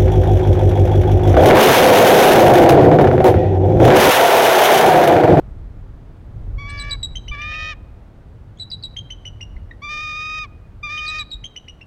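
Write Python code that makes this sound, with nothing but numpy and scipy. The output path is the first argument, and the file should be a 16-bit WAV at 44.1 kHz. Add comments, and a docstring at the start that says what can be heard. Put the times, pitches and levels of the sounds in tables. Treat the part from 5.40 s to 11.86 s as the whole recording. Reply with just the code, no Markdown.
"""A treetop nest above a snowy field, where two bald eagles call in the wind.
One gives four long, hoarse screams: partials of a gliding pitch, roughened by a second vibration.
The other answers with three runs of piping chirps, near-pure whistles that mostly step down in pitch.
Nest and branches throw the calls back as filtered echoes and a thin scatter.
Wind, made of shaped noise, rumbles on the microphone and rushes through the trees."""
import sys
import numpy as np
from scipy import signal
from scipy.fft import rfft, irfft
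from scipy.io import wavfile

SR = 44100
rng = np.random.default_rng(int(sys.argv[2]) if len(sys.argv) > 2 else 0)


def to_wav(sig):
    """Store sig (one row per channel, or 1-D mono) as 16-bit WAV at the path in sys.argv[1].

    Samples outside -1..1 are clipped; the rate is SR.
    """
    pcm = np.clip(np.atleast_2d(sig), -1, 1) * 32767
    pcm = np.round(pcm).astype(np.int16)
    wavfile.write(sys.argv[1], SR, pcm.T)  # frames by channels


N = 284886


def from_db(db):
    """Decibels to amplitude gain."""
    return 10 ** (np.asarray(db) / 20)


def rms_one(x):
    """Scale to unit power."""
    return x / np.sqrt(np.mean(x ** 2) + 1e-20)


def at_hz(points, hz):
    """Read a spectrum in dB on a log-frequency axis."""
    points = np.array(points)
    return np.interp(np.log(hz), np.log(points[:, 0]), points[:, 1])


def at_times(points, t):
    """Read a level curve at times t."""
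    times, levels = np.transpose(points)
    return np.interp(t, times, levels)


def butter(x, hz, kind, order=2):
    """Causal Butterworth filter."""
    hz = np.clip(hz, 10, .45 * SR)
    return signal.sosfilt(signal.butter(order, hz, kind, fs=SR, output="sos"), x + 1e-18)


def wander(rate_hz, size):
    """Smooth random drift of about unit spread: noise low-passed at rate_hz, past the filter's start-up."""
    noise = rng.standard_normal(N // 4 + size)
    return rms_one(butter(noise, rate_hz, "low"))[-size:]


def gate(t, start, end, rise, fall):
    """Smooth fades centred on start and end."""
    opening = np.clip((t - start) / rise + .5, 0, 1)
    closing = np.clip((end - t) / fall + .5, 0, 1)
    return np.sin(np.pi / 2 * opening * closing) ** 2


def span(first_s, last_s):
    """Sample times of one call."""
    return np.arange(round(first_s * SR), round(last_s * SR)) / SR


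def add(out, t, sound):
    """Mix a sound in at its times."""
    first = round(t[0] * SR)
    out[first:first + len(t)] += sound[:N - first]


def wind(rumble_db=0.0, buffet_db=0.72, rush_db=4.0, hiss_db=-60.5, lumps_db=0.7):
    """Low-band noise rumbles and buffets at the microphone; air rushes through bare trees over a hiss."""
    # relative spectrum of wind and hiss: f/Hz, density/dB per Hz
    air_spectrum = [(11, -23), (18, -9.5), (42, 0.5), (70, -4), (98, -3.5), (154, -16), (243, -22.5),
                    (452, -30), (691, -34), (998, -40.5), (1530, -46), (2330, -53.5), (3990, -60),
                    (5150, -65), (15500, -76.5)]
    # slow rumble at the microphone, before its trim: t/s, level/dB
    rumble_curve = [(0.0, -25), (0.03, -37), (0.07, -29), (0.74, -42), (1.17, -25.5), (1.29, -31.5),
                    (1.87, -34.5), (1.91, -24), (1.96, -36), (3.17, -46.5), (4.06, -41), (4.17, -29.5),
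                    (4.25, -41), (5.13, -42.5), (6.03, -40.5), (6.12, -52), (6.41, -46), (6.46, -57)]
    # smaller eddies buffeting it, before their trim: t/s, level/dB
    buffet_curve = [(0.0, -38), (0.83, -42), (1.02, -34), (2.73, -45), (2.95, -40), (3.33, -42),
                    (3.38, -35.5), (3.44, -44.5), (3.63, -36.5), (3.69, -45.5), (4.19, -38.5), (4.3, -44),
                    (6.01, -44.5), (6.04, -38), (6.08, -51), (6.46, -48)]
    # wind in the trees, before its trim: t/s, level/dB
    rush_curve = [(0.0, -50), (0.25, -52.5), (0.9, -52), (1.01, -50), (3.17, -54.5), (4.08, -53.5),
                  (6.46, -56)]
    t = np.arange(N) / SR
    low_db, mid_db, high_db = at_times(rumble_curve, t), at_times(buffet_curve, t), at_times(rush_curve, t)
    hz = np.maximum(np.arange(N // 2 + 1) * SR / N, 1)
    air = irfft(rfft(rng.standard_normal(N)) * from_db(at_hz(air_spectrum, hz)), N)
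    # reversing or rotating the same air keeps the bands from moving together
    low = rms_one(butter(air, 62.4, "low", order=4))
    mid = rms_one(butter(air[::-1], [70, 210], "band", order=3))
    high = rms_one(butter(np.roll(air, N // 3), [220, 1500], "band"))
    top = rms_one(butter(np.roll(air, N // 2), 1256, "high"))
    rumble = from_db(low_db + rumble_db) * low
    buffet = from_db(mid_db + buffet_db) * mid
    rush = from_db(high_db + rush_db) * high
    # the hiss follows the rush at half its swing in dB
    hiss = from_db(hiss_db + .5 * (high_db - np.mean(high_db))) * top
    return (rumble + buffet) * from_db(lumps_db * wander(29, N)) + rush + hiss


def scream(start, end, note_hz, climb_hz, scoop_hz, catch_hz, drop_hz, loud_db, swell_db, fundamental_db,
           rasp_delay, rasp_db, growth_db, ratio, unsteady, upper_db, first_tilt_db, last_tilt_db,
           beat_depth=0.12, roughness=0.011, jitter=.0012, waver_hz=4, shimmer_db=.5,
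           mirror_db=-4, hoarse_db=-17, count=10):
    """A reedy tone catches, climbs and drops; a second vibration just under half its pitch makes it rasp."""
    # upper partials before tilt: f/Hz, level/dB against the second partial
    throat = [(2400, 1), (3650, -9.5), (4900, -17.5), (6100, -23.5), (7300, -38.5), (8600, -53),
              (9900, -50.5), (12000, -62.5), (14500, -76)]
    # side tones of the second vibration between the partials, before tilt: f/Hz, level/dB
    side_spectrum = [(600, -18.5), (1800, -2), (3050, -6.5), (4300, -14), (5500, -9.5), (6800, -20),
                     (8000, -34.5), (10000, -40), (14000, -54.5)]
    scoop_s, drop_s = .016, .042          # slide up onto the note; fall as the air runs out
    catch_at_s, catch_hz_per_s = .055, 1800   # deeper catches take longer
    climb_share = .85                     # share of the scream over which the pitch climbs
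    push_db, push_s = .5, .04             # the first push of air is the strongest
    slack_db_per_hz, fundamental_db_per_hz = .1435, .06   # level lost as pitch sags
    rasp_rise_s, rasp_at_drop_db = .026, 9.5   # quick onset, flare at the end

    t = span(start - .02, end + .02)
    size = len(t)
    age = np.maximum(t - start, 0)
    progress = np.minimum(age / (end - start), 1)

    drop = np.clip(1 - (end - t) / drop_s, 0, 1.2) ** 2
    catch = np.exp(-((age - catch_at_s) * catch_hz_per_s / catch_hz) ** 2)
    slack_hz = scoop_hz * np.exp(-age / scoop_s) + catch_hz * catch + drop_hz * drop
    climb = climb_hz * np.sin(np.pi / 2 * np.minimum(progress / climb_share, 1))
    pitch = note_hz + climb - slack_hz + waver_hz * wander(15.6, size)

    effort_db = loud_db + swell_db * (progress - .5)
    level_db = effort_db + push_db * np.exp(-age / push_s) - slack_db_per_hz * slack_hz
    base_db = effort_db + fundamental_db - fundamental_db_per_hz * slack_hz
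    tilt_db = first_tilt_db + (last_tilt_db - first_tilt_db) * progress - 6 * drop

    # the less steady the second vibration, the more the rasp surges and the grittier it is
    surge_db, grit_db = 1.34 + 22 * unsteady, -17.5 + 85 * unsteady
    rasp_in = np.clip((age - rasp_delay) / rasp_rise_s + .5, 0, 1)
    side_db = effort_db + rasp_db - 20 * (1 - rasp_in)
    side_db = side_db + growth_db * (progress - .5) + rasp_at_drop_db * drop
    side_db = np.minimum(side_db, level_db - 4.5)
    side_db = side_db + surge_db * (0.91 * wander(14, size) + .7 * wander(56, size))
    strain = np.minimum(from_db(side_db - level_db), 1)

    tremor = jitter * wander(82, size) + roughness * strain ** 0.87 * wander(630, size)
    phase = 2 * np.pi * np.cumsum(pitch * (1 + tremor)) / SR
    second = 2 * np.pi * np.cumsum(pitch * ratio * (1 + unsteady * wander(130, size))) / SR
    # the two vibrations do not lock, so the tone is pulled at their beat rate
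    beat = np.sin(phase - 2 * second)
    phase = phase + beat_depth * strain * beat

    voice = from_db(base_db) * np.sin(phase)
    for k in range(1, count + 1):
        colour_db = (tilt_db * np.log2(k / 2) + upper_db) * (k > 2)
        partial = k * phase + rng.uniform(0, 2 * np.pi)
        if k > 1:
            voice += from_db(level_db + at_hz(throat, k * pitch) + colour_db) * np.sin(partial)
        upper_side = np.sin(partial - phase + second)
        mirror = from_db(mirror_db * (k > 1)) * np.sin(partial - second)
        hoarse = from_db(hoarse_db) * wander(380, size) * np.sin(partial - phase / 2)
        side_gain = from_db(side_db + at_hz(side_spectrum, (k - .5) * pitch) + colour_db)
        voice += side_gain * (upper_side + mirror + hoarse)

    # turbulent air comes in gritty spurts with the beat
    turbulence = butter(rng.standard_normal(size), [2300, 6000], "band", order=4)
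    grit = rms_one(turbulence * (1 + 0.37 * beat))
    voice = np.sqrt(2) * voice + from_db(side_db + grit_db) * grit
    shimmer = from_db(shimmer_db * wander(64, size))
    return t, voice * shimmer * gate(t, start, end, rise=0.011, fall=0.015)


def treetop(x, near_db, woods_db, t60=0.81, woods_cut_hz=5800):
    """A few close, dulled reflections, then a thin decaying scatter from the surrounding trees."""
    # reflections from nest and trunk, before near_db: delay/s, level/dB, treble cut f/Hz
    reflections = [(.0068, -11, 7170), (0.0107, -13, 9270), (0.0226, -17.5, 7000)]
    out, t = x.copy(), np.arange(N) / SR
    for delay, db, cut_hz in reflections:
        delayed = np.interp(t - delay, t, x, left=0)
        out += from_db(db + near_db) * butter(delayed, cut_hz, "low", order=1)
    age = t[:SR]
    scatter = rng.standard_normal(SR) * from_db(-60 * age / t60) * (age > .014)
    scatter = butter(scatter / np.linalg.norm(scatter), woods_cut_hz, "low")
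    return out + from_db(woods_db) * signal.fftconvolve(x, scatter)[:N]


def whistle(pitch, second_db, jitter, third_db=-27, fourth_db=-45):
    """A near-pure tone with three overtones that rise and fall together."""
    phase = 2 * np.pi * np.cumsum(pitch * (1 + jitter * wander(550, len(pitch)))) / SR
    partials_db = [0, second_db, second_db / 2 + third_db, second_db / 2 + fourth_db]
    return np.sqrt(2) * sum(from_db(db) * np.sin((k + 1) * phase) for k, db in enumerate(partials_db))


def squeak(start, length, from_hz, to_hz, level_db, second_db):
    """A short, shaky whistle sliding in a straight line between two pitches."""
    t = span(start - .01, start + .03)
    pitch = np.interp(t, [start, start + length], [from_hz, to_hz])
    tone = whistle(pitch, second_db, jitter=.021, third_db=-29)
    return t, from_db(level_db) * tone * gate(t, start, start + length, rise=0.0024, fall=0.0057)


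def chirp(start, hz, length, level_db, second_db, scoop, break_s=0.0018, flutter_s=0.01385, arch=0.046,
          dip_db=9, sag=0.85, low_hz=2080, low_db=-7, crack_db=-21):
    """The voice starts in another register and breaks with a crack into a note that flutters in pulses."""
    # third partial, weaker on the highest chirps, before half the second's level: pitch f/Hz, level/dB
    third_partial = [(3200, -28), (3900, -30.5)]
    t = span(start - .02, start + .06)
    age = t - start
    slide = scoop / (1 + np.exp(np.clip(2 * (age - .0008) / break_s, -20, 20)))   # octaves
    # pitch, level and brightness drop in the slack between pulses; taut high notes flutter less
    looseness = np.interp(hz, [3200, 3900], [1, .45])
    flutter_period = flutter_s * np.exp(rng.normal(0, 0.19))
    slack = looseness * np.cos(np.pi * age / flutter_period) ** 4
    bend = arch * (slack - .2) + sag * (age - length / 2)
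    pulses = from_db(-dip_db * slack * np.clip(age / .006, 0, 1))
    note = whistle(hz * 2 ** (-slide - bend), second_db - 6 * slack, jitter=0.01,
                   third_db=at_hz(third_partial, hz))
    note = note * pulses * gate(age, 0.0014, length, rise=0.0041, fall=0.0073)
    # deep scoops begin with a blip in the low register
    blip = max(scoop, 0) * whistle(low_hz * 2 ** (18 * age), -19, jitter=.022)
    blip = blip * gate(age, -0.0023, 0.0024, rise=0.0012, fall=0.0058)
    crack = rms_one(butter(rng.standard_normal(len(t)), [0.5 * hz, 1.38 * hz], "band", order=3))
    crack = crack * gate(age, -0.0005, 0.0062, rise=0.0027, fall=0.006)
    mix = note + from_db(low_db) * blip + from_db(crack_db) * np.sqrt(looseness) * crack
    return t, from_db(level_db) * mix


def piping():
    """Three runs of chirps; squeaks open the first two and hooks lead into many of the high notes."""
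    # chirps: t/s, pitch f/Hz, length/s, level/dB, second partial/dB
    chirps = [ (1.395, 3980, 0.031, -32, -8.5), (1.509, 3923, 0.029, -24.5, -13),
              (1.629, 3848, 0.023, -22, -10), (1.754, 3124, .022, -29.5, -8.5),
              (1.88, 3000, 0.021, -32, -9.5), (2.015, 2930, 0.0078, -32.5, -7.5),
              (2.134, 2680, 0.022, -34, -15.5), (3.197, 3923, 0.041, -30, -21.5),
              (3.314, 3920, 0.034, -28.5, -26), (3.435, 3883, 0.027, -26.5, -22.5),
              (3.565, 3186, 0.031, -28, -15.5), (3.703, 3060, .026, -31.5, -12),
              (3.852, 2973, 0.036, -33.5, -10), (4.008, 2846, 0.026, -33.5, -10),
              (4.165, 2120, 0.0051, -42, -21), (4.31, 1887, 0.0067, -32, -13.5),
              (5.574, 3080, 0.025, -29.5, -12.5), (5.678, 3890, 0.027, -27, -18),
              (5.793, 3857, .026, -25.5, -19), (5.913, 3810, 0.035, -30, -21),
              (6.04, 3147, 0.027, -29, -12.5), (6.161, 2975, 0.023, -32.5, -8.5),
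              (6.281, 2877, .023, -36, -11.5), (6.411, 2736, 0.019, -40, -17.5)]
    # start below (or above, if negative) the note, deepest mid-range: pitch f/Hz, depth/octaves
    scoops = [(1900, -0.25), (2150, 0.64), (2930, .65), (3170, .32), (3830, -0.22), (3910, 0.096)]
    # hooks, a falling squeak then an upward flick: t/s, pitch f/Hz, level/dB, flick delay/s, flick level/dB
    hooks = [(1.376, 4850, -40, 0.013, -32), (1.498, 4860, -37, 0.0094, -31),
             (3.302, 4980, -38, 0.013, -33.5), (3.426, 4620, -39, .009, -39),
             (5.664, 4600, -33, .013, -29.5), (5.782, 4850, -35.5, 0.0069, -42),
             (5.905, 4400, -44, 0.0081, -48)]
    # soft opening squeaks: t/s, length/s, from f/Hz, to f/Hz, level/dB, second partial/dB
    squeaks = [(1.296, 0.015, 3950, 4270, -45.5, -1), (3.173, .005, 3370, 3210, -54.5, -8),
               (3.186, 0.0097, 3350, 4400, -51.5, -10)]
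    hook_s, hook_fall_hz, hook_second_db = .0074, 400, -31.5
    flick_s, flick_from_hz, flick_to_hz = .004, 4600, 4780
    out = np.zeros(N)
    for start, hz, length, level_db, second_db in chirps:
        add(out, *chirp(start, hz, length, level_db, second_db, at_hz(scoops, hz)))
    for start, hz, level_db, flick_delay, flick_db in hooks:
        add(out, *squeak(start, hook_s, hz, hz - hook_fall_hz, level_db, hook_second_db))
        flick_at = start + flick_delay
        add(out, *squeak(flick_at, flick_s, flick_from_hz, flick_to_hz, flick_db, hook_second_db))
    for row in squeaks:
        add(out, *squeak(*row))
    return out


def scene():
    """Both birds in the treetop, with the wind."""
    # screams: start t/s, end t/s, pitch f/Hz, climb/Hz, scoop/Hz, catch/Hz, drop/Hz, level/dB, swell/dB,
    # fundamental/dB against the second partial, rasp delay/s, rasp/dB against the tone, rasp growth/dB,
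    # second vibration/share of pitch, its unsteadiness/share, upper partials/dB,
    # first brightness/dB per octave, last brightness/dB per octave
    scream_rows = [ (1.183, 1.558, 1144, 5.9, 33, 26, 60, -37, -1, -5.5, 0.097, -5, 4.5, .462, .012, -4.5, 1.5, -5.5),
                   (1.915, 2.34, 1179, 69, -1, 51.4, 116, -31, 1, -6.5, 0.014, -6.5, 8, .452, 0.02, 3.5, -14.5, -5.5),
                   (4.42, 5.062, 1197, 44, 96.5, 31.7, 176, -30, 1.5, -4, 0.067, -18, -5, .488, .05, -2, 2.5, 2.5),
                   (5.432, 5.831, 1201, 36, -1.5, 32.4, 94.5, -29, 0, -6, 0.027, -18, 9, .482, 0.0604, -4, 2, 3.5)]
    screams = np.zeros(N)
    for row in scream_rows:
        add(screams, *scream(*row))
    screamer = treetop(screams, near_db=-23.5, woods_db=-23.5, woods_cut_hz=2600)
    piper = treetop(piping(), near_db=0.5, woods_db=-18)
    return (screamer + piper + wind())[None]


def record(dry):
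    """A steep elliptic low-pass cuts the top of the treble."""
    cutoff_hz = 15800
    return signal.sosfilt(signal.ellip(10, .1, 90, cutoff_hz, fs=SR, output="sos"), dry)


dry = scene()
out = record(dry)
to_wav(out)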